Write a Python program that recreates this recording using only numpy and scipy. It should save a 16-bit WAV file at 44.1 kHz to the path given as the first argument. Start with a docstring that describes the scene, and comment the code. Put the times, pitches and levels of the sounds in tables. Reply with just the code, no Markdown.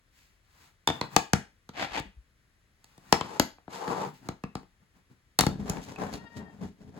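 """In a small room, close to the microphone, a plastic disc case is turned over by hand and set on a wooden table.
Knocks, taps and the snapping latch are blows: crack, bending wave, chattering edge, rattling halves.
Fingers, thumb, shell and lid rub: shell-coloured grains of noise that swell to a crest and ease off.
The hinge squeaks thinly in fluttering partials; soft low bumps, room reflections and a faint floor lie beneath."""
import sys
import numpy as np
from scipy import signal
from scipy.fft import rfft, irfft, next_fast_len
from scipy.io import wavfile

SR = 44100
rng = np.random.default_rng(int(sys.argv[2]) if len(sys.argv) > 2 else 0)


def generate_wav(signal):
    """Clip the signal to [-1, 1] and save it as 16-bit WAV at the path in sys.argv[1]."""
    frames = np.transpose(np.atleast_2d(signal))
    scaled = np.clip(frames, -1, 1) * 32767
    pcm = np.round(scaled).astype(np.int16)
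    wavfile.write(sys.argv[1], SR, pcm)


N = 308259
HZ = np.fft.rfftfreq(N, 1 / SR)
EDGE_HZ = 16750  # upper band limit
FLOOR_DB = -66.5
WEIGHT_HZ = 334  # the weight behind a blow lifts the thud below this
HARD_HZ = 3880  # a hard, short contact lifts the tick above this

# Background noise colour. Each row: frequency in Hz, relative density in dB per Hz.
FLOOR_TONE = [(15, -37), (25, 2), (84, -5), (344, -20.5), (863, -25.5), (1940, -20), (2690, -26.5),
              (7310, -33.5), (9320, -35), (11600, -36), (13600, -54), (16000, -40)]
# Decay of the room. Each row: frequency in Hz, time to fall 60 dB in seconds.
ROOM_T60_S = [(100, 0.12), (300, 0.25), (900, 0.26), (3000, 0.3), (7000, 0.24), (15000, 0.24)]
# Strength of the reflections. Each row: frequency in Hz, level in dB.
ROOM_WET_DB = [(100, -2), (300, -8.5), (900, -8), (3000, -5), (7000, -9.5), (15000, -13.5)]
# Likeness of diffuse sound at the two ports. 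Each row: frequency in Hz, left-right likeness (0-1).
PORT_LIKENESS = [(100, 0.89), (400, .8), (900, 0.072), (1700, 0.2), (5000, 0.52), (7000, 0.43), (9000, 1),
                 (16000, 1)]
# Level balance of the ports. Each row: frequency in Hz, left over right in dB.
PORT_BALANCE_DB = [(60, 3.5), (220, 2), (380, 2.5), (700, 6.5), (1300, 4.5), (2400, 4), (4400, 1),
                   (8100, -0.5), (16000, 0)]
# Phase between the ports; in the treble the right one leads. Each row: frequency in Hz, lead of the left in
# radians.
PORT_PHASE_RAD = [(0, .3), (1400, .3), (2100, 2.4), (4000, 0), (6800, -6.3), (17000, -20.5)]

# Dull bumps of the hand that holds the microphone. Each row: start in seconds, pitch in Hz, level in dB.
HAND_BUMPS = [(1.905, 47.94, -44), (1.976, 50.1, -44), (2.055, 51, -46), (2.166, 58, -41.5),
              (5.4, 50, -31.5), (5.68, 51.5, -41.5), (6.021, 50, -44)]
# Hinge squeak. 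Each row: time in seconds, pitch of the strongest partial in Hz, relative level in dB.
SQUEAK_PATH = [(6.17, 1825, -71.5), (6.194, 1850, -60.5), (6.238, 1890, -67), (6.276, 1843, -55.5),
               (6.294, 1870, -68.5), (6.376, 1867, -59), (6.544, 1814, -73), (6.55, 1874, -84)]
# Partials of the squeak. Each row: multiple of the fundamental, relative level in dB.
PARTIALS = [(2, -3), (3, -9), (4, 0), (5, -19), (6, -12), (7, -15), (8, -17), (10, -19), (11, -21)]

# Resonances of the shell. Each row: frequency in Hz, width in Hz, lift in dB.
SHELL_MODES = [(146, 81, 3), (206, 33, 3.5), (302, 110, 3.5), (468, 23, 5), (824, 440, 4), (1161, 160, 2.5),
               (1698, 22, 3.5), (3082, 1500, -2), (3190, 62, -2), (4640, 690, 2.5), (7475, 4200, 6.5)]
# Resonances of the loose lid resting on the table. Each row: frequency in Hz, width in Hz, lift in dB.
LOOSE_LID_MODES = [(155, 11, 0.5), (210, 19, 10.5), (282, 83, 8.5), (421, 39, 13.5), (766, 430, 9)]

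# Strokes: fingers shifting their grip, thumb on the cover, shell on the wood, open lid shuffled about.
# Each row: start in seconds, length in seconds, crest as a share of the length (0-1), mid-band level in dB,
# bass drag in dB, treble hiss in dB (both relative to the mid band).
GRIP_STROKES = [(0.113, 0.26, 0.29, -78.5, -3, 14.5), (0.461, .27, 0.7, -66, -7, 4.5),
                (0.92, 0.11, 0.27, -47.5, 1, -8.5), (1.027, .06, 0.26, -43.5, 3.5, -14),
                (1.095, 0.096, 0.5, -50, -1, -2.5), (2.028, 0.079, .4, -67, 16, -4),
                (2.768, 0.29, 0.55, -72, -2, 3.5), (2.981, 0.15, 1, -60, 2, 0),
                (4.06, .09, 0.1, -55.5, 12, -2.5), (4.131, 0.1, 0.12, -73, 4, 13),
                (4.204, 0.082, 0.87, -56.5, 8, -4), (4.579, 0.071, 0.2, -61, 7, -11.5),
                (4.799, 0.055, 0.57, -72, 7.5, -8), (4.937, 0.084, 0.34, -69.5, 7, -2),
                (5.093, 0.064, 0.32, -70, 13.5, -2)]
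THUMB_STROKES = [(1.768, 0.1, 0.52, -33.5, -10, 0), (1.916, .083, 0.84, -34, -12.5, 0.5)]
SLIDE_STROKES = [(3.23, 0.045, 0.7, -44.5, -3, -11), (3.28, .1, 0.72, -43, -8.5, -8),
                 (3.725, .07, 0.29, -42, -11, -3.5), (3.808, .06, 0.33, -35.5, -21, -14.5),
                 (3.886, .085, 0.31, -31.5, -9, -14.5), (3.979, .085, 0.58, -32.5, -10.5, -15)]
LID_STROKES = [(5.476, 0.085, 0, -45.5, 13, -25), (5.585, 0.08, .25, -48, 15, -11.5),
               (5.659, 0.096, 0.32, -38, 0, -10.5), (5.745, .08, 0.33, -42.5, 3, -12.5),
               (5.797, 0.098, 0.4, -62, -1, 8.5), (5.869, 0.077, 0.38, -44.5, 3.5, -6.5),
               (5.985, 0.12, 0.18, -35, -2, -15.5), (6.112, 0.065, 0.58, -42, 3, -5.5),
               (6.18, 0.094, 0.62, -53.5, 6, -15.5), (6.29, 0.072, 0.9, -58, 1, -9),
               (6.358, 0.046, 0.33, -52.5, 12, -1.5), (6.383, 0.1, 0.1, -48.5, 5.5, -24),
               (6.489, 0.14, 0.42, -61, 8, -10.5), (6.607, 0.054, 0.57, -43.5, 12.5, -12),
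               (6.664, .05, 0.07, -62, 17, -2.5), (6.786, 0.064, .5, -61, 12, -7),
               (6.847, 0.064, 0.65, -62.5, 17.5, -8), (6.941, 0.063, 0.62, -49.5, 6, -13)]
# Colours of these strokes. Each row: frequency in Hz, relative density in dB per Hz.
GRIP_COLOUR = [(71, -49), (120, -5.5), (355, -13.5), (418, -13), (839, 1), (1860, -3), (6910, -19),
               (9210, -21.5), (16000, -20)]
THUMB_COLOUR = [(24, -39), (40, 4.5), (312, 6.5), (402, -5), (852, 4), (965, -3.5), (3140, -19.5),
                (7930, -43.5), (9220, -47), (10700, -46.5), (13800, -49), (16000, -59)]
SLIDE_COLOUR = [(24, -74), (40, -16.5), (194, 11), (269, 2), (422, 3), (570, -3), (873, 3), (1810, -13.5),
                (7170, -30.5), (9220, -36), (11000, -34.5), (12800, -37), (13800, -75), (14800, -34.5),
                (16000, -49.5)]
LID_COLOUR = [(24, -49), (40, -20), (171, -11), (209, -14), (345, -24.5), (615, -22), (1440, -25),
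              (1680, -22), (2000, -24), (6820, -27), (9220, -34.5), (11300, -37), (16000, -45)]

# Colour of an average blow. Each row: frequency in Hz, relative level in dB.
BLOW_COLOUR = [(70, 7), (140, 8.5), (260, 6.5), (400, 0.5), (950, 0.5), (3200, -7), (9500, -19.5),
               (16750, -25.5)]
# The case knocking on the wood and fingers tapping it; then the catches of the latch snapping free.
# Each row: start in seconds, strength in dB, weight in dB, hardness in dB, panel ring in Hz,
# edge ring in Hz, edge ring lift in dB, relative left-right lean in dB.
KNOCKS = [(0.8739, 14.5, -13.5, 3.5, 885, 3570, 11.5, 3), (0.8869, 6.5, 5.5, -7, 735, 3470, 20, -2.5),
          (0.9, 8.5, -0.5, -11.5, 720, 3260, 15, 2), (1.0121, 10, -4.5, -5.5, 980, 4070, 12.5, -3.5),
          (1.1633, 21.5, -7, 2.5, 800, 5800, 5.5, 8), (1.333, 14.5, 7.5, 4.5, 1460, 5930, 5.5, 8),
          (1.6907, -11, 7, 2.5, 460, 3370, 4, -0.5), (1.998, -9.5, 16.5, 11.5, 855, 3070, 4, 4),
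          (2.8427, -25.5, -9.5, 18.5, 840, 8060, -1.5, 1), (2.9784, -23, 12, 8.5, 728, 3870, 0.5, 3.5),
          (3.1251, 24.5, -9, -1.5, 867, 5500, 5.5, 6), (3.21, 8, -4.5, -7.5, 1040, 3200, 13.5, 8),
          (3.397, 17.5, 0, 6.5, 594, 5400, -1, 7.5), (3.583, -13.5, -17, -36.5, 815, 2390, 2.5, -6),
          (3.6788, -6.5, 2.5, -31, 688, 4130, 6, 6), (3.878, 2, 1.5, -8, 462, 4320, 10.5, 5.5),
          (4.2873, 2.5, 6.5, -2.5, 795, 4280, 5.5, 0.5), (4.4371, -1.5, 10, -9, 479, 2570, 10, 1.5),
          (4.5528, 0, 7.5, -2.5, 800, 4930, 6, 5.5), (4.63, -23, 7.5, -8, 800, 3000, 3.5, 3),
          (5.4355, 7, 6, -11, 806, 5760, 3, 8.5), (5.769, -7, 3, -7, 845, 2280, 9, 9.5),
          (5.959, -12.5, -14, -4, 744, 2580, 22, 1), (6.137, -9.5, 2, 10, 960, 4300, 12, 3),
          (6.368, -20, 14.5, -7, 633, 3720, 4, 1.5)]
LATCH_SNAPS = [(5.3888, 13, -2.5, 17, 856, 4320, 8, 7), (5.3955, 12, -8, -10, 1630, 7730, 4, 6),
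               (5.4081, 8, 6, 18, 1860, 3770, 6, 5.5), (5.4653, 6.5, 17.5, 6, 870, 4380, 7, 6.5),
               (5.697, -10, 24, 26, 774, 6700, 13, 6.5)]


def amp(db):
    """Decibels to gain."""
    return 10 ** (np.asarray(db) / 20)


def unit(x):
    """Scales to rms 1."""
    return x / np.sqrt(np.mean(x ** 2) + 1e-20)


def read(points, hz):
    """Joins (Hz, value) points on a log-frequency axis."""
    point_hz, value = np.transpose(points)
    return np.interp(np.log(hz + 1), np.log(point_hz + 1), value)


def lift(modes, hz):
    """The dB that a set of resonances adds at each frequency."""
    return sum(db / (1 + (2 * (hz - mode_hz) / width_hz) ** 2) for mode_hz, width_hz, db in modes)


def causal(db):
    """Spectrum of the promptest (minimum-phase) pulse that has this gain."""
    log_gain = np.log(amp(np.maximum(db, -100)))
    circle = np.concatenate([log_gain, log_gain[-2:0:-1]])
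    return np.exp(np.conj(signal.hilbert(circle)))[:len(db)]


def pair(noise):
    """Spectra of two unrelated signals, made as alike as diffuse sound is at the two ports."""
    left, other = rfft(noise)
    same = np.clip(read(PORT_LIKENESS, np.fft.rfftfreq(noise.shape[1], 1 / SR)), 0, 1)
    return np.array([left, same * left + np.sqrt(1 - same ** 2) * other])


def add(mix, start_s, sound):
    """Mixes a sound in at its start time."""
    part = mix[:, max(round(start_s * SR), 0):][:, :sound.shape[1]]
    part += sound[:, :part.shape[1]]


def wander(length, size):
    """Smooth chance of rms 1 that changes over about size samples."""
    return unit(signal.oaconvolve(rng.standard_normal(length), np.hanning(2 * size), "same"))


def floor():
    """The low rumble and faint hiss of a quiet house: coloured noise."""
    noise = pair(rng.standard_normal((2, N))) * amp(read(FLOOR_TONE, HZ))
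    return amp(FLOOR_DB) * unit(irfft(noise, N))


def room(x, first_s=0.0051, size=32768):
    """A small furnished room: dense reflections, each band dying at its own speed."""
    hz, t, bands = signal.stft(irfft(pair(rng.standard_normal((2, size)))), SR, nperseg=256)
    t60_s = read(ROOM_T60_S, hz)[:, None]
    decay = np.exp(-np.log(1000) * t / t60_s)
    even_energy = np.sqrt(2 * np.log(1000) / (t60_s * SR))
    bands *= amp(read(ROOM_WET_DB, hz)[:, None]) * decay * even_energy
    tail = signal.istft(bands, SR, nperseg=256)[1][:, :size]
    tail = tail * np.clip(np.arange(size) / SR / first_s - 1, 0, 1)  # silent to first_s, full at twice that
    return signal.fftconvolve(x.mean(0)[None], tail, axes=1)[:, :N]


def bump(start_s, hz, level_db, rise_s=0.011):
    """A soft push that swells and dies within a few cycles."""
    t = np.arange(SR // 4) / SR
    swell = t / rise_s * np.exp(1 - t / rise_s)
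    push = amp(level_db) * swell * np.sin(2 * np.pi * hz * t)
    return start_s, np.array([push, push])


def hinge(level_db=4.5, flutter_db=3, right_db=-12):
    """The hinge sticks and slips about 460 times a second; its fourth partial sings out, and each one flutters."""
    s, hz, db = np.transpose(SQUEAK_PATH)
    t = np.arange(s[0], s[-1], 1 / SR)
    pitch_hz = np.interp(t, s, hz) * (1 + .004 * wander(len(t), size=200))
    turns = np.cumsum(pitch_hz) / SR / 4  # cycles of the fundamental
    tone = 0
    for multiple, partial_db in PARTIALS:
        gain = amp(partial_db + flutter_db * wander(len(t), size=1200))
        tone = tone + gain * np.sin(2 * np.pi * round(multiple) * turns)
    tone *= np.sqrt(2) * amp(np.interp(t, s, db) + level_db) * signal.windows.tukey(len(t), .1)
    return s[0], np.array([tone, tone * amp(right_db)])  # nearer the left port


def pressure_db(t, start_s, length_s, crest, ease_db):
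    """The hand leans into a stroke up to its crest and lets go; at start and end it is ease_db lighter."""
    rise_s = length_s * np.clip(crest, .05, .95)
    since_crest = t - start_s - rise_s
    along = np.maximum(-since_crest / rise_s, since_crest / (length_s - rise_s))
    return -ease_db * along ** 1.5


def rub(stroke, tone, modes, grains_per_s, grain_db, smooth, judder_db, judder_hz, ease_db,
        rim=0.18, rim_s=.0016):
    """Surfaces catch and slip in tiny grains that the resonances colour; the pressure judders."""
    start_s, length_s, crest, level_db, drag_db, hiss_db = stroke
    t = np.arange(start_s - .04, start_s + length_s + .04, 1 / SR)
    size = next_fast_len(len(t) // 2 + 1) * 2
    hz, n = np.fft.rfftfreq(size, 1 / SR), np.arange(size)
    grain_gain = amp(grain_db * np.minimum(rng.exponential(1, size), 3))
    grains = (rng.random(size) < grains_per_s / SR) * grain_gain
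    slips = rng.standard_normal((2, size)) * (unit(grains) + smooth)
    # the wave returning from the rim comes later as the contact moves on, so the colour shifts
    trip = rim_s * SR * (1 + n / size / 2)
    slips = slips + rim * np.array([np.interp(n - trip, n, side) for side in slips])
    slips = pair(slips) * amp(read(tone, hz) + lift(modes, hz))
    slow_noise = rfft(rng.standard_normal(size)) / (1 + (hz / judder_hz) ** 4)
    judder = unit(irfft(slow_noise))[:len(t)]
    low, high = 1 / (1 + (hz / 350) ** 6), 1 / (1 + (1800 / (hz + 1)) ** 6)
    push_db = level_db + pressure_db(t, start_s, length_s, crest, ease_db)
    out = 0
    for band, band_db in (low, drag_db), (1 - low - high, 0), (high, hiss_db):
        grit = unit(irfft(slips * band)[:, :len(t)] * amp(judder_db * judder))
        out = out + grit * amp(push_db + band_db)
    return t[0], out * np.sqrt(signal.windows.tukey(len(t), .04 / (t[-1] - t[0])))


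def grip(stroke):
    """Fingers shift on the plastic: mostly smooth friction with little judder."""
    return rub(stroke, GRIP_COLOUR, SHELL_MODES, grains_per_s=650, grain_db=0.0, smooth=3.2,
               judder_db=0.2, judder_hz=35, ease_db=16)


def thumb(stroke):
    """The thumb wipes over the cover: uneven grains over less smooth friction."""
    return rub(stroke, THUMB_COLOUR, SHELL_MODES, grains_per_s=1200, grain_db=1.5, smooth=0.7,
               judder_db=0.56, judder_hz=90, ease_db=12)


def slide(stroke):
    """The shell slides on the wood: dense grains, with a pressure that eases only a little."""
    return rub(stroke, SLIDE_COLOUR, SHELL_MODES, grains_per_s=1700, grain_db=-1.5, smooth=0.99,
               judder_db=0.8, judder_hz=62.6, ease_db=4.5)


def shuffle_lid(stroke):
    """The open lid is shuffled about: its own resonances and the strongest judder."""
    return rub(stroke, LID_COLOUR, LOOSE_LID_MODES, grains_per_s=1100, grain_db=0.0, smooth=1.0,
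               judder_db=1.6, judder_hz=56.7, ease_db=10)


def blow(row, level_db=-3.0, ring_db=4, bend_s=.0026, chatter_s=0.0036, crack_s=0.0015, chatter_hz=1400,
         crack_hz=5000, rattle_db=-8, rattle_s=0.015, rattles_per_s=500, low_hz=100,
         rim=0.23, rim_hz=2200, size=8192):
    """One contact: a crack, a bending wave through the shell, a chattering edge and rattling halves."""
    start_s, strength_db, weight_db, hard_db, ring_hz, edge_hz, edge_db, pan_db = row
    hz, t = np.fft.rfftfreq(size, 1 / SR), np.arange(size) / SR
    # the struck spot favours two broad, quickly damped resonances of its own
    modes = SHELL_MODES + [(ring_hz, ring_hz / 3, ring_db), (edge_hz, edge_hz / 7, edge_db)]
    colour_db = level_db + strength_db + read(BLOW_COLOUR, hz) + lift(modes, hz)
    colour_db += weight_db / (1 + (hz / WEIGHT_HZ) ** 2)
    colour_db += hard_db * hz ** 2 / (hz ** 2 + HARD_HZ ** 2)
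    colour_db -= 10 * np.log10(1 + (low_hz / (hz + 1)) ** 3)
    # bending waves travel as the root of frequency: tick first, thud last; bend_s scales the lag
    lag_s = bend_s * (np.sqrt(1e3 / (hz + low_hz)) - np.sqrt(1e3 / EDGE_HZ))
    bending = np.exp(-2j * np.pi * np.cumsum(lag_s) * SR / size)
    # the edge chatters densely as it presses in; the loose halves touch again in separate small ticks
    touches = rng.random(size) < rattles_per_s / SR
    crack_shape = np.exp(-t / crack_s)
    chatter_shape = np.sqrt(t) * np.exp(-2 * t / chatter_s)
    rattle_shape = (touches + 0.05) * np.exp(-t / rattle_s)
    crack, chatter, rattle = (pair(unit(rng.standard_normal((2, size)) * shape)) / np.sqrt(size)
                              for shape in (crack_shape, chatter_shape, rattle_shape))
    # long waves feel one push, shorter ones every micro-contact, the shortest only the first crack
    long_waves, short_waves = 1 / (1 + (hz / chatter_hz) ** 4), 1 - 1 / (1 + (hz / crack_hz) ** 4)
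    force = np.sqrt(long_waves) + np.sqrt(1 - long_waves) * chatter
    force = force + amp(rattle_db) * rattle * hz / (hz + low_hz)
    force = np.sqrt(1 - short_waves) * force + np.sqrt(short_waves) * crack
    # the wave returns from the rim two cycles of the panel ring later and ripples the spectrum
    force = force * (1 + rim * np.exp(-4j * np.pi * hz / ring_hz) / (1 + (hz / rim_hz) ** 2))
    # half the lean, taken from the mean of the knocks
    side_db = (pan_db - np.mean(np.array(KNOCKS)[:, -1])) / 2
    lead = size // 128  # samples kept ahead of the contact
    sound = np.roll(irfft(force * bending * causal(colour_db)), lead, axis=1)
    sound = sound * (1 - (t / t[-1]) ** 2)
    return start_s - lead / SR, sound * amp([[side_db / 2], [-side_db / 2]])


def snap_latch(row):
    """A catch snaps free: a blow with a longer crack and a stronger, shorter, sparser rattle."""
    return blow(row, crack_s=.0018, rattle_db=-6, rattle_s=0.01, rattles_per_s=390)


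def scene():
    """Blows, latch, rubs and squeak sound together in the room; bumps reach the microphone directly."""
    case, handling = np.zeros((2, N)), np.zeros((2, N))
    for row in HAND_BUMPS:
        add(handling, *bump(*row))
    add(case, *hinge())
    for source, rows in ((grip, GRIP_STROKES), (thumb, THUMB_STROKES), (slide, SLIDE_STROKES),
                         (shuffle_lid, LID_STROKES), (snap_latch, LATCH_SNAPS), (blow, KNOCKS)):
        for row in rows:
            add(case, *source(row))
    return case + room(case) + handling + floor()


def record(dry, low_cut_hz=38):
    """Two microphone ports that differ in level and phase, a low cut, a soft ceiling and the band limit."""
    tilt = amp(np.outer([.5, -.5], read(PORT_BALANCE_DB, HZ)))
    tilt = tilt / np.sqrt(np.mean(tilt ** 2, axis=0))
    turn = np.exp(1j * np.outer([.5, -.5], np.interp(HZ, *np.transpose(PORT_PHASE_RAD))))
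    ports = irfft(rfft(dry) * turn * tilt, N)
    ports = signal.sosfilt(signal.butter(3, low_cut_hz, "high", fs=SR, output="sos"), ports)
    ports = ports / (1 + (ports / .95) ** 8) ** (1 / 8)
    band_limit = signal.firwin(255, EDGE_HZ, window=("kaiser", 9), fs=SR)
    return signal.oaconvolve(ports, band_limit[None], "same")


dry = scene()
out = record(dry)
generate_wav(out)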